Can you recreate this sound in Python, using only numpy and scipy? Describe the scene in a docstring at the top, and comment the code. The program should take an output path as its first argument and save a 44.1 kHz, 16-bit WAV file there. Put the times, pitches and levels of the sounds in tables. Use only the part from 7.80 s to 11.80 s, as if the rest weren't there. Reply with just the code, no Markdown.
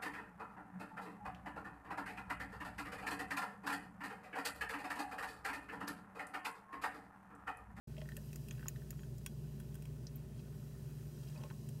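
"""An appliance hums throughout as a thin stream of fizzy drink is poured over ice in a glass.
First the foam starts to fizz, the drink trickles, and trapped air plops between the cubes.
Over the first two seconds the warming ice cracks, ringing the glass and sometimes knocking against it.
Then air spits out of the melting ice. Near the end the stream sprays onto the foam and gurgles
into the pooled drink, with more plops and two last cracks."""
import sys
import numpy as np
from scipy import signal
from scipy.fft import rfft, irfft
from scipy.io import wavfile

SR = 44100
rng = np.random.default_rng(int(sys.argv[2]) if len(sys.argv) > 2 else 0)


def master_out(mix):
    """Clip the mix to full scale and print it as 16-bit PCM to the path in sys.argv[1]."""
    frames = np.transpose(np.atleast_2d(mix))
    ceiling = np.clip(frames, -1, 1)
    pcm = np.round(ceiling * 32767).astype(np.int16)
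    wavfile.write(sys.argv[1], SR, pcm)


N = 176400
TIME = np.arange(N) / SR
EVENT_TIME = np.arange(SR // 8) / SR   # the clock for one short sound
FREQS_HZ = np.fft.rfftfreq(N, 1 / SR)


def from_db(db):
    """Turn decibels into a number to multiply a sound by."""
    return 10 ** (np.asarray(db) / 20)


def rms_one(x):
    """Scale a sound so its average strength (rms) is 1."""
    return x / np.sqrt(np.mean(x ** 2) + 1e-20)


def level(rows):
    """A volume curve through (time_s, level_db) points."""
    return from_db(np.interp(TIME, *np.transpose(rows)))


def swells(rows):
    """A volume curve with one smooth rise and fall for each row."""
    return sum(from_db(db) * np.sin(np.pi * np.clip((TIME - start_s) / length_s, 0, 1))
               for start_s, length_s, db in rows)


def noise(spectrum):
    """Steady noise shaped by (pitch_hz, relative_db) points."""
    hz, db = np.transpose(spectrum)
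    gain = from_db(np.interp(np.log(FREQS_HZ + 1), np.log(hz), db))
    return rms_one(irfft(rfft(rng.standard_normal(N)) * gain, N))


def band(x, low_hz, high_hz):
    """Keep the part of a sound between two pitches."""
    edges_hz = [low_hz, min(high_hz, .45 * SR)]
    return signal.sosfilt(signal.butter(2, edges_hz, "band", fs=SR, output="sos"), x)


def narrow_hiss(hz, width_hz):
    """Steady noise gathered around one pitch."""
    return rms_one(band(rng.standard_normal(N), hz - width_hz / 2, hz + width_hz / 2))


def drift(rate_hz):
    """A slow, random wander up and down."""
    return rms_one(irfft(rfft(rng.standard_normal(N)) / (1 + (FREQS_HZ / rate_hz) ** 2), N))


def dying(t, fade_s):
    """A fade that drops by 60 dB in fade_s seconds."""
    return np.exp(-np.log(1000) * t / fade_s)


def ringing(tones, t):
    """Several tones that start together and fade at their own speeds."""
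    return sum(from_db(db) * dying(t, fade_s) * np.sin(2 * np.pi * hz * t) for hz, db, fade_s in tones)


def add(out, start_s, sound):
    """Mix a sound in at its start time."""
    i = int(start_s * SR)
    out[i:i + len(sound)] += sound[:N - i]


def burst(shape, low_hz, high_hz):
    """A short rush of noise, as strong as the volume curve that shapes it."""
    rush = band(rng.standard_normal(len(shape)) * shape + 1e-18, low_hz, high_hz)
    return rms_one(rush) * np.sqrt(np.mean(shape ** 2))


def tiny_bubbles(per_s, spread_db, low_hz, high_hz, cycles, pitches=24):
    """Bubbles of random size at random times, each ringing for the given number of cycles."""
    born = rng.random(N) < per_s / SR
    sizes = from_db(spread_db * np.minimum(rng.exponential(1, N), 4))
    kicks = sizes * rng.choice([-1, 1], N) * born
    pitch_index = rng.integers(0, pitches, N)
    out = np.zeros(N)
    for k, hz in enumerate(np.geomspace(low_hz, min(high_hz, .45 * SR), pitches)):
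        decay, angle = dying(1 / SR, cycles / hz), 2 * np.pi * hz / SR
        # this filter turns each kick into a fading tone
        ring = [np.sin(angle), -np.sin(angle)], [1, -2 * decay * np.cos(angle), decay ** 2]
        out += signal.lfilter(*ring, kicks * (pitch_index == k) + 1e-18) / np.sin(angle / 2)
    return rms_one(out)


# air noise of the room: pitch_hz, relative_db
ROOM_AIR = [(25, -44), (45, -12), (75, -4.5), (97, -5.5), (125, 2.5), (150, 3.5), (170, -8), (195, -2.5),
            (245, -4.5), (300, -16.5), (370, -7), (430, -11), (500, -21.5), (610, -16.5), (720, -26),
            (1000, -28), (1400, -39), (3000, -37.5), (15000, -40.5)]
# tones of the motor: pitch_hz, level_db, unsteadiness (0 is steady)
MOTOR_TONES = [(124.9, -53.5, 2.7), (147.2, -51.5, 0.2), (196.8, -66.5, 1.1), (222.6, -64, 0.65),
               (398.8, -72.5, 0.27)]
def appliance(mains_hz=59.83, waver_hz=9.1):
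    """An electric hum and wavering motor tones sit over the low noise of the room's air."""
    mains_volume = level([(0, -54.5), (2, -55), (4, -61)])
    out = from_db(-54) * noise(ROOM_AIR) + mains_volume * rms_one(np.sin(2 * np.pi * mains_hz * TIME))
    for hz, db, unsteadiness in MOTOR_TONES:
        # complex numbers let volume and pitch wobble together
        wobble = 1 + unsteadiness * (drift(waver_hz) + 1j * drift(waver_hz))
        tone = np.exp(2j * np.pi * (hz * TIME + rng.random()))
        out += from_db(db) * rms_one(np.real(wobble * tone))
    return out


# air seeping from a cube: start_s, length_s, level_db
AIR_SEEPS = [(1.16, 0.11, -75.5)]
def whistle():
    """Air seeps out of the melting ice with a faint, thin whistle."""
    return swells(AIR_SEEPS) * narrow_hiss(hz=6860, width_hz=400)


# patches of fine spray: start_s, length_s, level_db
SPRAY_PATCHES = [(.12, 0.13, -78.5), (.76, 0.13, -84), (2.53, 0.12, -73), (3.3, 0.33, -72)]
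def spray():
    """The stream slides onto the foam and throws up tiny droplets."""
    droplets = tiny_bubbles(per_s=800, spread_db=3.5, low_hz=2880, high_hz=8500, cycles=7.6)
    return swells(SPRAY_PATCHES) * droplets


# plunges of the stream: start_s, length_s, level_db
PLUNGES = [(0.122, 0.094, -82), (3.52, 0.19, -66)]
def gurgles():
    """The stream plunges into the pooled drink and stirs up a crowd of lower-pitched bubbles."""
    crowd = tiny_bubbles(per_s=2600, spread_db=4.5, low_hz=450, high_hz=1000, cycles=3.5)
    return swells(PLUNGES) * crowd


# how the trickle rises and falls: time_s, relative_db
TRICKLE_VOLUME = [(.07, -72.5), (.17, -72.5), (.35, -75), (.6, -75), (.82, -68.5), (.95, -72.5),
                  (1.25, -76.5), (1.7, -75.5), (2.4, -72), (3, -72), (3.4, -72), (4, -77.5)]
def trickle():
    """The drink runs down the ice in small drips."""
    drips = tiny_bubbles(per_s=600, spread_db=2.5, low_hz=1200, high_hz=3490, cycles=9.5)
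    return level(TRICKLE_VOLUME) * from_db(-5.5) * drips


# how the fizz rises and falls: time_s, relative_db
FOAM_VOLUME = [(.07, -76), (.2, -73), (.4, -68.5), (.8, -69.5), (1.2, -72), (1.6, -73), (2.1, -73.5),
               (2.55, -76), (2.8, -71), (3.15, -70), (3.4, -69), (3.6, -68.5), (3.78, -69), (4, -69.5)]
# the tone of its hiss: pitch_hz, relative_db
FOAM_HISS = [(600, -17), (1000, 2), (1400, -8), (2150, -14), (3000, -7.5), (4300, -6.5), (5500, 3.5),
             (7500, 3), (9300, 2.5), (10400, -2.5), (12300, -9), (15800, 1.5)]
# air pockets between the cubes: pitch_hz, width_hz, relative_db
AIR_POCKETS = [(1757, 190, -14), (2830, 520, -12), (3993, 210, -16), (4890, 420, -12.5), (5780, 640, -17.5),
               (9300, 830, -16), (11340, 740, -9.5), (13340, 1500, -8)]
def foam():
    """Countless bursting bubbles blur into a hiss, coloured by air pockets; nearer pops stand out."""
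    pops = tiny_bubbles(per_s=1300, spread_db=2.5, low_hz=3320, high_hz=14700, cycles=32)
    pockets = sum(from_db(db + 1.8 * drift(rate_hz=2.5)) * narrow_hiss(hz, width_hz)
                  for hz, width_hz, db in AIR_POCKETS)
    hiss = band(noise(FOAM_HISS), 360, 21000)
    return level(FOAM_VOLUME) * (from_db(-1) * hiss + pockets + from_db(-18) * pops)


# spits of air: start_s, level_db, low_hz, high_hz, fade_s
AIR_SPITS = [(0.726, -60, 11500, 13200, .03), (2.2687, -45, 4460, 5940, 0.0087),
             (2.3580, -51, 12700, 14400, 0.027)]
def squirts():
    """Air squirts out of the melting ice in short, high spits."""
    out = np.zeros(N)
    for start_s, db, low_hz, high_hz, fade_s in AIR_SPITS:
        add(out, start_s, from_db(db) * burst(dying(EVENT_TIME, fade_s), low_hz, high_hz))
    return out


# tones of the knocked glass: pitch_hz, relative_db, fade_s
WALL_TONES = [(1100, -3, 0.03), (1526, 1, 0.048), (3320, -4.5, 0.084)]
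# cubes hitting the glass: start_s, level_db
CUBE_KNOCKS = [(.710, -58), (1.4627, -49), (1.801, -64.5), (1.9531, -64.5)]
def knocks():
    """A cracking cube jolts against the wall of the glass with a short clink."""
    out = np.zeros(N)
    clink = ringing(WALL_TONES, EVENT_TIME)
    for start_s, db in CUBE_KNOCKS:
        add(out, start_s, from_db(db) * clink)
    return out


# tones the glass rings with: pitch_hz, relative_db, fade_s
GLASS_TONES = [(617, 6, 0.076), (1076, 3.5, 0.19), (1310, -12, 0.049), (1555, -10, 0.068),
               (1690, -17, 0.12), (1822, -1, 0.05), (2520, 5, 0.01), (2874, -2, .03), (3300, -9, 0.11),
               (4050, -1, 0.092), (4440, -20, 0.046), (5720, 6.5, 0.067), (6900, -14, 0.028),
               (8970, 14.5, 0.038), (11900, 9.5, 0.044)]
def glass(sound):
    """A sound rings the glass, bounces off the cubes and counter, and echoes faintly in the room."""
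    t = TIME[:SR // 3]
    response = from_db(-42.5) * ringing(GLASS_TONES, t)
    close_bounces, room_echo = (-3.5, 0.014, 0.0015), (-11, 0.055, 0.006)
    for db, fade_s, delay_s in (close_bounces, room_echo):
        tail = rng.standard_normal(len(t)) * dying(t, fade_s) * (t > delay_s)
        response += from_db(db) * tail / np.linalg.norm(tail)
    return sound + signal.fftconvolve(sound, response)[:N]


# gaps between the pitches that the air in the glass rings at: pitch_hz, sharpness (higher is narrower)
AIR_GAPS = [(2170, 23), (3650, 19)]
def hollow(sound):
    """The air in the glass swallows two narrow ranges of pitch."""
    for hz, sharpness in AIR_GAPS:
        sound = signal.lfilter(*signal.iirnotch(hz, sharpness, fs=SR), sound)
    return sound


# bubbles and drops between the cubes: start_s, level_db, pitch_hz, fade_s, splash_relative_db
PLOPS = [(0.167, -51, 1950, 0.0046, 4), (.178, -54.5, 630, 0.11, -14), (0.181, -45, 3030, 0.0063, -2),
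         (0.206, -47, 2980, 0.007, -9), (0.216, -44, 1980, 0.0094, 1.5), (.219, -50, 650, 0.074, -24),
         (0.257, -50.5, 1830, 0.011, -9), (0.289, -42.5, 1830, 0.015, -6), (0.319, -45, 1800, 0.014, -2),
         (0.376, -50, 1690, 0.019, -18), (.376, -55.5, 564, 0.037, -24), (0.75, -51.5, 2500, 0.0076, -2),
         (0.777, -56, 2630, .008, -8), (.7815, -52, 1650, 0.014, -13), (0.794, -48.5, 1670, .014, 0),
         (0.809, -50, 1740, 0.01, -6), (0.8285, -42, 1640, 0.011, -15), (.839, -61, 2820, .025, -4),
         (0.858, -49, 1720, 0.007, -10), (0.8584, -45, 1200, 0.012, -17), (.859, -46, 750, 0.0082, -20),
         (0.8674, -50, 5100, 0.0061, 4), (0.96, -46.5, 1760, 0.0074, -2), (1.0195, -53, 1690, 0.015, -10),
         (1.1284, -54, 1290, 0.011, -2), (1.193, -55, 1690, 0.012, 5.5), (1.2333, -50, 1660, 0.014, -1.5),
         (2.055, -53, 1100, .006, -2), (3.485, -52, 4970, 0.0082, -19), (3.560, -53.5, 2520, .02, -13),
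         (3.577, -50.5, 4700, 0.011, -10), (3.615, -53, 2920, .014, -8), (3.6356, -52, 2560, 0.017, -10),
         (3.636, -43.5, 850, 0.0088, 3.5), (3.643, -54, 534, .03, -20), (3.7019, -43.5, 1690, 0.0094, -3.5),
         (3.7098, -45.5, 1690, 0.0076, -9), (3.7094, -43.5, 940, 0.0061, -15)]
def plops(rise_s=0.00038, glide_per_s=2.1):
    """Each plop is a tiny splash plus trapped air that rings and rises a little in pitch."""
    out, t = np.zeros(N), EVENT_TIME
    rise = 1 - np.exp(-t / rise_s)
    for start_s, db, hz, fade_s, splash_db in PLOPS:
        glide = glide_per_s * t * dying(t, fade_s * 10)
        tone = dying(t, fade_s) * np.sin(2 * np.pi * np.cumsum(hz * (1 + glide)) / SR)
        splash = from_db(splash_db - 7) * burst(dying(t, 0.011), 1750, 3740)
        add(out, start_s, from_db(db) * rise * (tone + splash))
    return out


# cracks in the ice: start_s, level_db, pitch_hz, ring_relative_db, body_relative_db, edge_relative_db
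ICE_CRACKS = [(.2888, -57.5, 9150, -16, -14, 1), (0.3669, -49, 9070, -4, 8.5, 4.5),
              (0.5297, -51.5, 9200, -6, 6, -2), (0.5584, -49.5, 7000, 0.5, 1.5, 2.5),
              (0.685, -53, 13100, -10, 7, 1.5), (0.7094, -47.5, 6640, -5, 10.5, -16),
              (.8830, -43, 6810, 9, 5, 5), (1.1058, -49, 7060, 3, 4, 7), (1.3817, -59, 7000, 0, -5, 4),
              (1.462, -40.5, 9070, -0.5, 7, -0.5), (1.8003, -58.5, 9400, 0, 7.5, 8),
              (1.943, -58, 8900, -4, 5, 1), (1.9532, -58, 9100, 2, 6, 6), (2.022, -59, 9200, -13, 7.5, 2),
              (2.0540, -59, 2950, -9, 10.5, -2), (3.636, -61, 5600, -1, 2, -11),
              (3.8885, -56.5, 7600, -2, 5.5, 3)]
def ice(rise_s=0.00025, hold_s=0.0011, snap_decay_s=0.0012, ring_decay_s=0.0006):
    """Warming ice cracks in a millisecond or two. Returns the snaps and the rings of the cubes."""
    snaps, rings, t = np.zeros(N), np.zeros(N), EVENT_TIME
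    rise = np.minimum(t / rise_s, 1)
    after_hold_s = np.maximum(t - hold_s, 0)
    snap_shape = rise * np.exp(-after_hold_s / snap_decay_s)
    ring_shape = rise * (np.exp(-after_hold_s / ring_decay_s) + from_db(-10) * dying(t, 0.033))
    for start_s, db, hz, ring_db, body_db, edge_db in ICE_CRACKS:
        body = from_db(body_db - 10) * burst(snap_shape, 1680, 3050)
        middle = from_db(-5.5) * burst(snap_shape, 4970, 8300)
        edge = from_db(edge_db - 4) * burst(snap_shape, 9400, 17400)
        add(snaps, start_s, from_db(db) * (body + middle + edge))
        add(rings, start_s, from_db(db + ring_db) * ring_shape * np.sin(2 * np.pi * hz * t))
    return snaps, rings


def scene():
    """Mix the drink and its ice with the humming room, in one channel."""
    snaps, rings = ice()
    inside = foam() + glass(snaps + squirts() + plops() + trickle() + gurgles() + spray())
    return (appliance() + hollow(inside) + rings + knocks() + whistle())[None]


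def record(dry):
    """Fade in quickly after a moment of silence and cut the very highest treble."""
    start_s, fade_in_s, cutoff_hz = 0.072, 0.004, 15750
    fade_in = np.clip((TIME - start_s) / fade_in_s, 0, 1)
    treble_cut = signal.ellip(12, .1, 70, cutoff_hz, fs=SR, output="sos")
    return signal.sosfilt(treble_cut, dry * fade_in)


dry = scene()
out = record(dry)
master_out(out)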